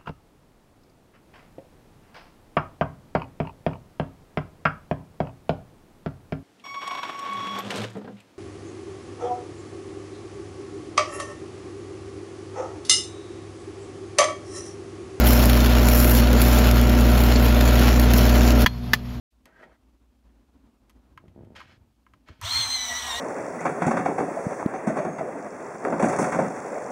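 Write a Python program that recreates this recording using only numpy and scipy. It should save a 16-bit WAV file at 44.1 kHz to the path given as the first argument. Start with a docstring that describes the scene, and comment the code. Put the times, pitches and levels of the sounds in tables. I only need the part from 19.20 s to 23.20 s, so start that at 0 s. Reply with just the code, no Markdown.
"""An electric pencil sharpener on a table in a small, quiet room, heard close up on one microphone.
Over the room's rumble a pencil slides and knocks on the table top, and a hand drags across it.
The pencil ticks and scrapes in the plastic opening. At 3.2 s the switch snaps, the gears whine up
and the cutter grinds the wood; the motor sags as the pencil is pushed harder."""
import sys
import numpy as np
from scipy import signal
from scipy.fft import rfft, irfft
from scipy.io import wavfile
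from scipy.ndimage import map_coordinates

SR = 44100
rng = np.random.default_rng(int(sys.argv[2]) if len(sys.argv) > 2 else 0)


def master_out(mix):
    """Clip the mix to full scale and print it as 16-bit PCM to the path in sys.argv[1]."""
    frames = np.transpose(np.atleast_2d(mix))
    ceiling = np.clip(frames, -1, 1)
    pcm = np.round(ceiling * 32767).astype(np.int16)
    wavfile.write(sys.argv[1], SR, pcm)


N = 176400
T = np.arange(N) / SR
TEETH = 8  # per turn of the shaft
# gears sagging under load: t/s, tooth rate f/Hz, level/dB of each of harmonics 1 to 4
GEAR_MESH = [(3.28, 1938, -68, -35.5, -43, -58), (3.302, 2019, -53, -41, -47, -51),
             (3.314, 2109, -88, -31.5, -50, -57), (3.36, 2110, -34.5, -27, -43, -45),
             (3.392, 2120, -57, -25.5, -50, -44), (3.436, 2082, -42, -31.5, -35, -42),
             (3.482, 2052, -58, -35.5, -41.5, -46), (3.55, 2073, -40.5, -26, -36.5, -43.5),
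             (3.572, 2047, -41, -35.5, -37, -48), (3.582, 2001, -43.5, -32, -35.5, -55),
             (3.642, 1999, -42, -35.5, -34.5, -56), (3.662, 1976, -43, -38, -39, -56),
             (3.68, 1975, -45, -42, -36, -71), (3.698, 1951, -41, -47, -37, -44),
             (3.716, 1958, -31, -60, -38.5, -54), (3.732, 1924, -33.5, -44, -45, -51),
             (3.756, 1967, -37, -40, -35, -64), (3.774, 1983, -34.5, -35, -35.5, -59),
             (3.818, 1923, -48, -59, -48, -58), (3.83, 1942, -52, -45, -40, -58),
             (3.858, 1928, -46, -53, -49, -49), (3.906, 1883, -39.5, -33.5, -37, -51),
             (3.936, 1819, -43.5, -33, -53, -43.5), (3.964, 1893, -40, -36.5, -48, -55),
             (3.992, 1920, -38.5, -50, -42, -49), (4.0, 1914, -44, -47, -50, -64)]


def from_db(db):
    """Decibels to gain."""
    return 10 ** (np.asarray(db) / 20)


def rms_one(x):
    """Scale to unit rms."""
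    return x / np.sqrt(np.mean(x ** 2) + 1e-20)


def in_time(rows):
    """Each column after the first as a curve in time."""
    times, *columns = np.transpose(rows)
    return [np.interp(T, times, column) for column in columns]


def during(rows, fade_s=0.0089):
    """1 between a table's first and last time, fading outside."""
    start, end = rows[0][0], rows[-1][0]
    return np.interp(T, [start - fade_s, start, end, end + fade_s], [0, 1, 1, 0])


def envelope(levels, gain_db=0):
    """Gain that follows a table of t/s, level/dB and fades outside it."""
    return from_db(in_time(levels)[0] + gain_db) * during(levels)


def coloured(x, points):
    """Shape x by a relative spectrum that falls away steeply outside the table; rms 1."""
    hz, db = np.transpose(points)
    f = np.maximum(np.fft.rfftfreq(N, 1 / SR), 1)
    shape = from_db(np.interp(np.log(f), np.log(hz), db))
    skirts = np.minimum(f / hz[0], 1) ** 3 * np.minimum(hz[-1] / f, 1) ** 3
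    return rms_one(irfft(rfft(x) * shape * skirts, N))


def resonant(x, peaks):
    """Lift narrow resonances out of a broad sound."""
    for hz, width_hz, db in peaks:
        r = np.exp(-np.pi * width_hz / SR)
        band = signal.lfilter([1, 0, -1], [1, -2 * r * np.cos(2 * np.pi * hz / SR), r * r], x + 1e-18)
        x = x + (from_db(db) - 1) * (1 - r * r) / 2 * band
    return x


def drift(rate_hz):
    """Random motion, mostly slower than rate_hz; rms 1."""
    lowpass = signal.butter(2, rate_hz, fs=SR, output="sos")
    return rms_one(signal.sosfilt(lowpass, rng.standard_normal(N + SR))[SR:])


def wavering_note(hz, width_hz):
    """A note that wavers in strength and pitch."""
    phase = 2 * np.pi * hz * T
    return drift(width_hz) * np.sin(phase) + drift(width_hz) * np.cos(phase)


def grains(per_s, spread_db):
    """Random tiny fractures of uneven size."""
    hits = (rng.random(N) < per_s / SR) * rng.choice([-1, 1], N)
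    return hits * from_db(spread_db * np.minimum(rng.exponential(1, N), 5))


def friction(colour, peaks=(), *, per_s, spread_db):
    """Dense grains through the resonances of the rubbed thing; rms 1."""
    return coloured(resonant(grains(per_s, spread_db), peaks), colour)


def burst(low_hz, high_hz, t60_s):
    """A dying puff of band noise."""
    t = T[:SR // 4]
    band = signal.butter(2, [low_hz, high_hz], "band", fs=SR, output="sos")
    return .5 * rms_one(signal.sosfilt(band, rng.standard_normal(len(t)))) * from_db(-60 * t / t60_s)


def struck(times, level_db, response):
    """Play a response at each time and level."""
    hits = np.zeros(N)
    hits[(times * SR).astype(int)] = from_db(level_db)
    return signal.fftconvolve(hits, response)[:N]


def rung(times, level_db, modes):
    """Blows ring a body's modes, each with slightly different strength."""
    t = T[:SR // 4]
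    sound = 0
    for k, (hz, db, t60_s) in enumerate(modes):
        mode = (-1) ** k * np.sin(2 * np.pi * hz * t) * from_db(-60 * t / t60_s)
        sound += struck(times, level_db + db + rng.normal(0, 1.3, len(times)), mode)
    return sound


def room_tone(waver_db=2.5, hiss_db=-81):
    """The room's wavering rumble and the microphone's steady hiss."""
    levels = [(.113, -100), (.128, -64.5), (.75, -61.5), (.95, -62), (1.25, -59), (1.8, -60), (2.75, -65),
              (3.2, -64.5), (4.0, -59)]  # rumble: t/s, level/dB
    room_colour = [(22, -32), (40, -6.5), (58, 11), (72, -3.5), (90, -7.5), (115, -9), (145, -15),
                   (190, -8.5), (260, -0.5), (310, -9), (420, -16.5), (700, -19.5), (1000, -20.5),
                   (1900, -30.5), (5800, -42.5), (15500, -55)]  # rumble spectrum: f/Hz, level/dB
    hiss_colour = [(2500, -1.5), (15500, -11.5)]  # hiss spectrum: f/Hz, level/dB
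    rumble = envelope(levels, waver_db * drift(11.8)) * coloured(rng.standard_normal(N), room_colour)
    hiss = from_db(hiss_db) * during(levels) * coloured(rng.standard_normal(N), hiss_colour)
    return rumble + hiss


def room_echo(sound, gain_db=-11.5):
    """Near walls return a short, diffuse tail."""
    tail = burst(244, 7360, t60_s=0.097)
    return from_db(gain_db) * signal.fftconvolve(sound, tail / np.linalg.norm(tail))[:N]


def handling():
    """Dull handling noise carried through the table."""
    levels = [(1.9, -64), (2.058, -50), (2.134, -56.5), (2.166, -47.5), (2.67, -60), (2.79, -85),
              (2.976, -55.5), (3.02, -117), (3.102, -44.5), (3.186, -80), (3.195, -51)]  # hand movement: t/s, level/dB
    colour = [(50, 0), (90, 7), (170, -0.5), (300, -5), (600, -17), (1000, -23.5), (2000, -32.5)]  # its spectrum: f/Hz, level/dB
    return envelope(levels, gain_db=-3) * friction(colour, per_s=510, spread_db=2)


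def hand_judder(top_hz=1213, end_hz=173, sweep_s=0.0011, decay_s=0.0023):
    """Each slip of a dragging hand sends a bending wave through the table top, highs arriving first."""
    slips = [(2.039, -42.5), (2.161, -38), (2.176, -39), (2.1902, -40), (2.208, -39), (2.222, -42.5),
             (2.234, -39), (2.251, -51), (2.272, -42), (2.304, -40.5), (2.3199, -42), (2.344, -45.5),
             (3.094, -48), (3.113, -48)]  # slips of the hand: t/s, peak level/dB
    t = T[:SR // 20]
    hz = end_hz + (top_hz - end_hz) * np.exp(-t / sweep_s)
    wave = np.sin(2 * np.pi * np.cumsum(hz) / SR) * (t / decay_s) ** 2 * np.exp(-2 * t / decay_s)
    return struck(*np.transpose(slips), wave / np.abs(wave).max())


def pencil_on_table():
    """The pencil rumbles as it slides, its edges rasp, its barrel sings, and it knocks as it tips over."""
    slide = [(0.26, -57), (0.33, -68.5), (0.42, -53), (0.5, -57.5), (0.555, -66.5)]  # sliding: t/s, level/dB
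    slide_colour = [(120, -7.5), (250, 3), (600, 3), (1000, -8), (1850, -16), (3000, -28)]  # its spectrum: f/Hz, level/dB
    edges = [(0.265, -63.5), (0.32, -71), (0.44, -55), (0.47, -69), (0.56, -68.5)]  # rolling edges: t/s, level/dB
    edge_colour = [(1000, 0.5), (1850, 0), (2500, -11), (5000, -22.5), (14000, -38)]  # their spectrum: f/Hz, level/dB
    peaks = [(2086, 60, 3)]  # resonance of pencil on table: f/Hz, width/Hz, boost/dB
    barrel = [(0.33, -64), (0.41, -62.5)]  # singing barrel: t/s, level/dB
    knocks = [(0.4322, -42), (0.4406, -46)]  # knocks on the table: t/s, level/dB
    modes = [(410, -2, 0.017), (660, -1, 0.022), (1876, -1, 0.026)]  # what they ring: f/Hz, level/dB, t60/s
    rumble = envelope(slide, gain_db=-0.5) * friction(slide_colour, per_s=2700, spread_db=1.5)
    rasp = envelope(edges, gain_db=1.4) * friction(edge_colour, peaks, per_s=5000, spread_db=1.5)
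    note = envelope(barrel) * wavering_note(hz=1584, width_hz=38)
    return rumble + rasp + note + rung(*np.transpose(knocks), modes)


def pencil_in_opening():
    """The pencil scrapes the plastic opening; a faint hiss swells just before the switch snaps."""
    stretches = [
        [(2.358, -43.5), (2.415, -48.5), (2.465, -58), (2.512, -53), (2.57, -63.5)],
        [(3.066, -61), (3.09, -48), (3.104, -55.5), (3.19, -66.5), (3.21, -56)],
    ]  # two stretches of sound, the second ending in the swell: t/s, level/dB
    colour = [(400, -3), (800, -5), (1550, -2), (3000, -7), (4600, -12), (5500, -16.5), (9000, -30.5),
              (15000, -41)]  # their spectrum: f/Hz, level/dB
    peaks = [(1540, 60, 4), (2210, 57, 5.4), (2870, 66, 6)]  # resonances of pencil in opening: f/Hz, width/Hz, boost/dB
    return sum(envelope(levels, gain_db=-4.5) * friction(colour, peaks, per_s=6900, spread_db=2.5)
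               for levels in stretches)


def clicks():
    """Each contact of pencil or switch rings the housing and adds a crack and a bright tick."""
    contacts = [(0.256, -55.5, -44.5, -45.5), (1.696, -61, -53.5, -53), (1.7, -61, -52, -54.5),
                (1.708, -68, -72, -60), (1.9756, -37, -43.5, -55.5), (2.081, -65, -53.5, -70),
                (2.248, -79, -59.5, -65), (2.358, -56, -42, -70), (2.364, -54, -35, -69),
                (2.403, -37.5, -41, -58), (2.413, -38, -59, -66), (2.865, -49, -61, -70),
                (2.936, -49.5, -50.5, -63), (3.086, -43.5, -45.5, -59), (3.2136, -41.5, -44, -33)]  # contacts: t/s, level/dB of ring, of crack, of tick
    modes = [(1020, -1, 0.042), (1140, 3.5, 0.018), (1283, -0.5, 0.027), (1610, -5, 0.027),
             (2180, -10.5, 0.02), (2920, -19, .027)]  # modes of housing and pencil: f/Hz, level/dB, t60/s
    times, ring_db, crack_db, tick_db = np.transpose(contacts)
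    crack = struck(times, crack_db, burst(1400, 3540, t60_s=0.027))
    tick = struck(times, tick_db, burst(4200, 12400, t60_s=0.018))
    return rung(times, ring_db, modes) + crack + tick


def table_shake():
    """The housing shakes the table: a low, unsteady hum."""
    levels = [(3.22, -49.5), (3.254, -37), (3.314, -56), (3.346, -42), (3.588, -57), (3.744, -49.5),
              (3.768, -60), (3.822, -50), (4.0, -50)]  # strength of the shaking: t/s, level/dB
    pitch = [(3.22, 82.1), (3.3, 113.3), (3.35, 77.4), (3.42, 110.5), (3.52, 78.2), (3.7, 70.6),
             (4.0, 66.22)]  # its rate: t/s, f/Hz
    gain = envelope(levels, gain_db=4) * (1 + 0.38 * drift(29.6))
    phase = 2 * np.pi * np.cumsum(in_time(pitch)[0]) / SR
    return gain * np.sin(phase + 0.58 * drift(20.5))


def shaft_angle(start_s=3.213, spin_up_s=0.021, jitter=0.0018):
    """The motor spins up, then sags under load; the shaft's angle in radians."""
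    running = 1 - np.exp(-np.maximum(T - start_s, 0) / spin_up_s)
    tooth_hz = in_time(GEAR_MESH)[0] * running * (1 + jitter * drift(85))
    return 2 * np.pi * np.cumsum(tooth_hz / TEETH) / SR


def shaft_tones(shaft, flutter=0.5, wander_rad=0.72):
    """Weak, fluttering tones of shaft and gears."""
    multiples = [1, 3, 7, 9.15, 12, 12.2, 15, 15.25, 16.35, 32.6]  # pitch of each tone: multiple of the shaft rate
    levels = [-56.5, -57.5, -60.5, -51, -56, -47, -53, -46.5, -50.5, -58]  # strength of each tone: level/dB
    tones = 0
    for k, db in zip(multiples, levels):
        gain = from_db(db) * (1 + flutter * drift(24.4))
        tones += gain * np.sin(k * shaft + wander_rad * k / TEETH * drift(18))
    return np.sqrt(2) * tones * during(GEAR_MESH, fade_s=0.052)


def gear_run_up(shaft, roughness=0.21):
    """The gears growl at three times the shaft rate as they gather speed."""
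    levels = [(3.24, -54), (3.262, -45), (3.3, -61)]  # growl: t/s, level/dB
    return envelope(levels) * (1 + roughness * drift(120)) * np.sin(3 * shaft)


def gear_whine(shaft, gain_db=0.82, play_rad=0.11, roughness=0.21, flutter=0.1):
    """Meshing teeth sound six harmonics, blurred by their play under the cut."""
    fifth = [(3.75, -67), (3.93, -49), (4.0, -60)]  # thin fifth harmonic: t/s, level/dB
    entry = [(3.27, -20), (3.32, 0)]  # harmonics 3 to 6 come in as the gears reach speed: t/s, level/dB
    fifth_db, = in_time(fifth)
    entry_db, = in_time(entry)
    harmonic_db = in_time(GEAR_MESH)[1:] + [fifth_db, fifth_db - 9]
    mesh = TEETH * shaft + play_rad * drift(150)
    whine = 0
    for k, db in enumerate(harmonic_db, 1):
        unsteady = 1 + roughness * drift(106) + flutter * drift(40)
        whine += from_db(db + gain_db + entry_db * (k > 2)) * unsteady * np.sin(k * mesh)
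    return np.sqrt(2) * whine * during(GEAR_MESH, fade_s=0.052)


def tooth_buzz(shaft, play_rad=0.06, change_hz=6.85, points=128):
    """Uneven tooth surfaces pass once a turn: a buzz whose partials slowly trade strength."""
    turns = (shaft + play_rad * drift(40)) / (2 * np.pi)
    place = [turns * points % points]
    buzz = 0
    for _ in range(3):
        weight = drift(change_hz)
        surface = rng.standard_normal(points)
        buzz += weight * map_coordinates(surface, place, order=3, mode="grid-wrap")
    return rms_one(buzz)


def wood_bites():
    """The cutter bites into the pencil with a thud and a crack."""
    bites = [(3.281, -28, -32), (3.341, -21, -43), (3.3977, -45, -25), (3.412, -40, -22)]  # bites: t/s, level/dB of thud, of crack
    times, thud_db, crack_db = np.transpose(bites)
    thuds = struck(times, thud_db, burst(860, 1400, t60_s=0.026))
    cracks = struck(times, crack_db, burst(2980, 3500, t60_s=0.026))
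    return thuds + cracks


def wood_groans():
    """The pencil groans against the cutter in short, rough notes."""
    groans = [(3.579, .08, 774, -47.5), (3.707, 0.05, 691, -42), (3.866, 0.035, 771, -38.5),
              (3.909, .08, 1018, -41)]  # groans: middle t/s, length/s, f/Hz, level/dB
    return sum(from_db(db) * np.exp(-2 * ((T - middle) / length) ** 2) * wavering_note(hz, width_hz=22.3)
               for middle, length, hz, db in groans)


def cutter_grind(shaft, blade_depth=0.11, blades_per_turn=0.29, buzz_db=-8):
    """Chips break off, pulsing with the blades; they and the tooth buzz drive the housing in four bands."""
    growl = [(3.22, -58), (3.47, -48.5), (3.64, -53), (3.71, -44.5), (3.76, -49), (3.92, -42.5)]  # deep growl of the cut: t/s, level/dB
    grind = [(3.218, -47, -62, -62), (3.226, -41, -48, -60.5), (3.258, -43, -36.5, -50),
             (3.352, -36.5, -34.5, -45), (3.404, -42.5, -33, -47.5), (3.466, -38, -40, -52),
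             (3.488, -40.5, -41.5, -51), (3.526, -44.5, -35, -49.5), (3.59, -45.5, -42.5, -50.5),
             (3.82, -40, -41, -51), (3.936, -38, -40, -52), (3.97, -41.5, -41.5, -50.5),
             (4.0, -38, -41.5, -52.5)]  # grinding: t/s, level/dB of low mids, of upper mids, of treble
    peaks = [(901, 30, 7.5), (1087, 29, 4.5), (1332, 14, 8), (3110, 77, 7), (3410, 77, 7.5),
             (4145, 57, 11.5), (8420, 80, 8.5)]  # narrow housing resonances: f/Hz, width/Hz, boost/dB
    # spectrum of the driven housing in each band: f/Hz, level/dB
    deep = [(130, -39), (220, -18.5), (400, -6), (520, -7), (600, -4), (700, 5.5), (790, 0), (900, -6)]
    low_mids = [(600, -32), (800, -10), (900, 1.5), (1100, 3.5), (1400, -3.5), (1750, -1.5), (2600, -8.5)]
    upper_mids = [(1200, -9), (1750, -7.5), (2050, -5), (2300, -5), (2600, -12.5), (3000, -4.5), (3300, 0),
                  (3600, -3), (4050, -3.5), (4500, -5), (5200, -18), (7000, -35)]
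    treble = [(3500, -23), (4600, 0.5), (5400, 16), (6000, 21), (6600, 14.5), (7400, 12.5), (8300, 13),
              (9200, 7), (10500, 1.5), (13500, 5), (16000, 1)]
    bands = [(deep, 0.5), (low_mids, 0), (upper_mids, 1.5), (treble, 10)]  # spectrum, gain/dB
    cutting = during(grind)
    sound = 0
    for level_db, (colour, gain_db) in zip(in_time(growl) + in_time(grind), bands):
        chips = rms_one(grains(per_s=9000, spread_db=2.5))
        chips *= 1 + blade_depth * np.sin(blades_per_turn * shaft)
        drive = (chips + from_db(buzz_db) * tooth_buzz(shaft)) * cutting
        sound += from_db(level_db + gain_db) * coloured(resonant(drive, peaks), colour)
    duty_gain = np.sqrt(np.mean(cutting))  # sets the rms over the cut alone
    return sound * duty_gain * during(grind, fade_s=0.005)


def scene():
    """Handling at the table with its short echo, then the sharpener, over the room tone; mono."""
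    near = pencil_on_table() + pencil_in_opening() + handling() + hand_judder() + clicks()
    room = room_echo(near) + room_tone()
    shaft = shaft_angle()
    gears = gear_whine(shaft) + shaft_tones(shaft) + gear_run_up(shaft)
    sharpener = gears + cutter_grind(shaft) + table_shake() + wood_bites() + wood_groans()
    return (near + room + sharpener)[None]


def record(dry):
    """The microphone loses the deepest bass; the top is cut steeply."""
    low_cut = signal.butter(2, 38, "high", fs=SR, output="sos")
    high_cut = signal.ellip(10, .1, 70, 15600, fs=SR, output="sos")
    return signal.sosfilt(high_cut, signal.sosfilt(low_cut, dry))


dry = scene()
out = record(dry)
master_out(out)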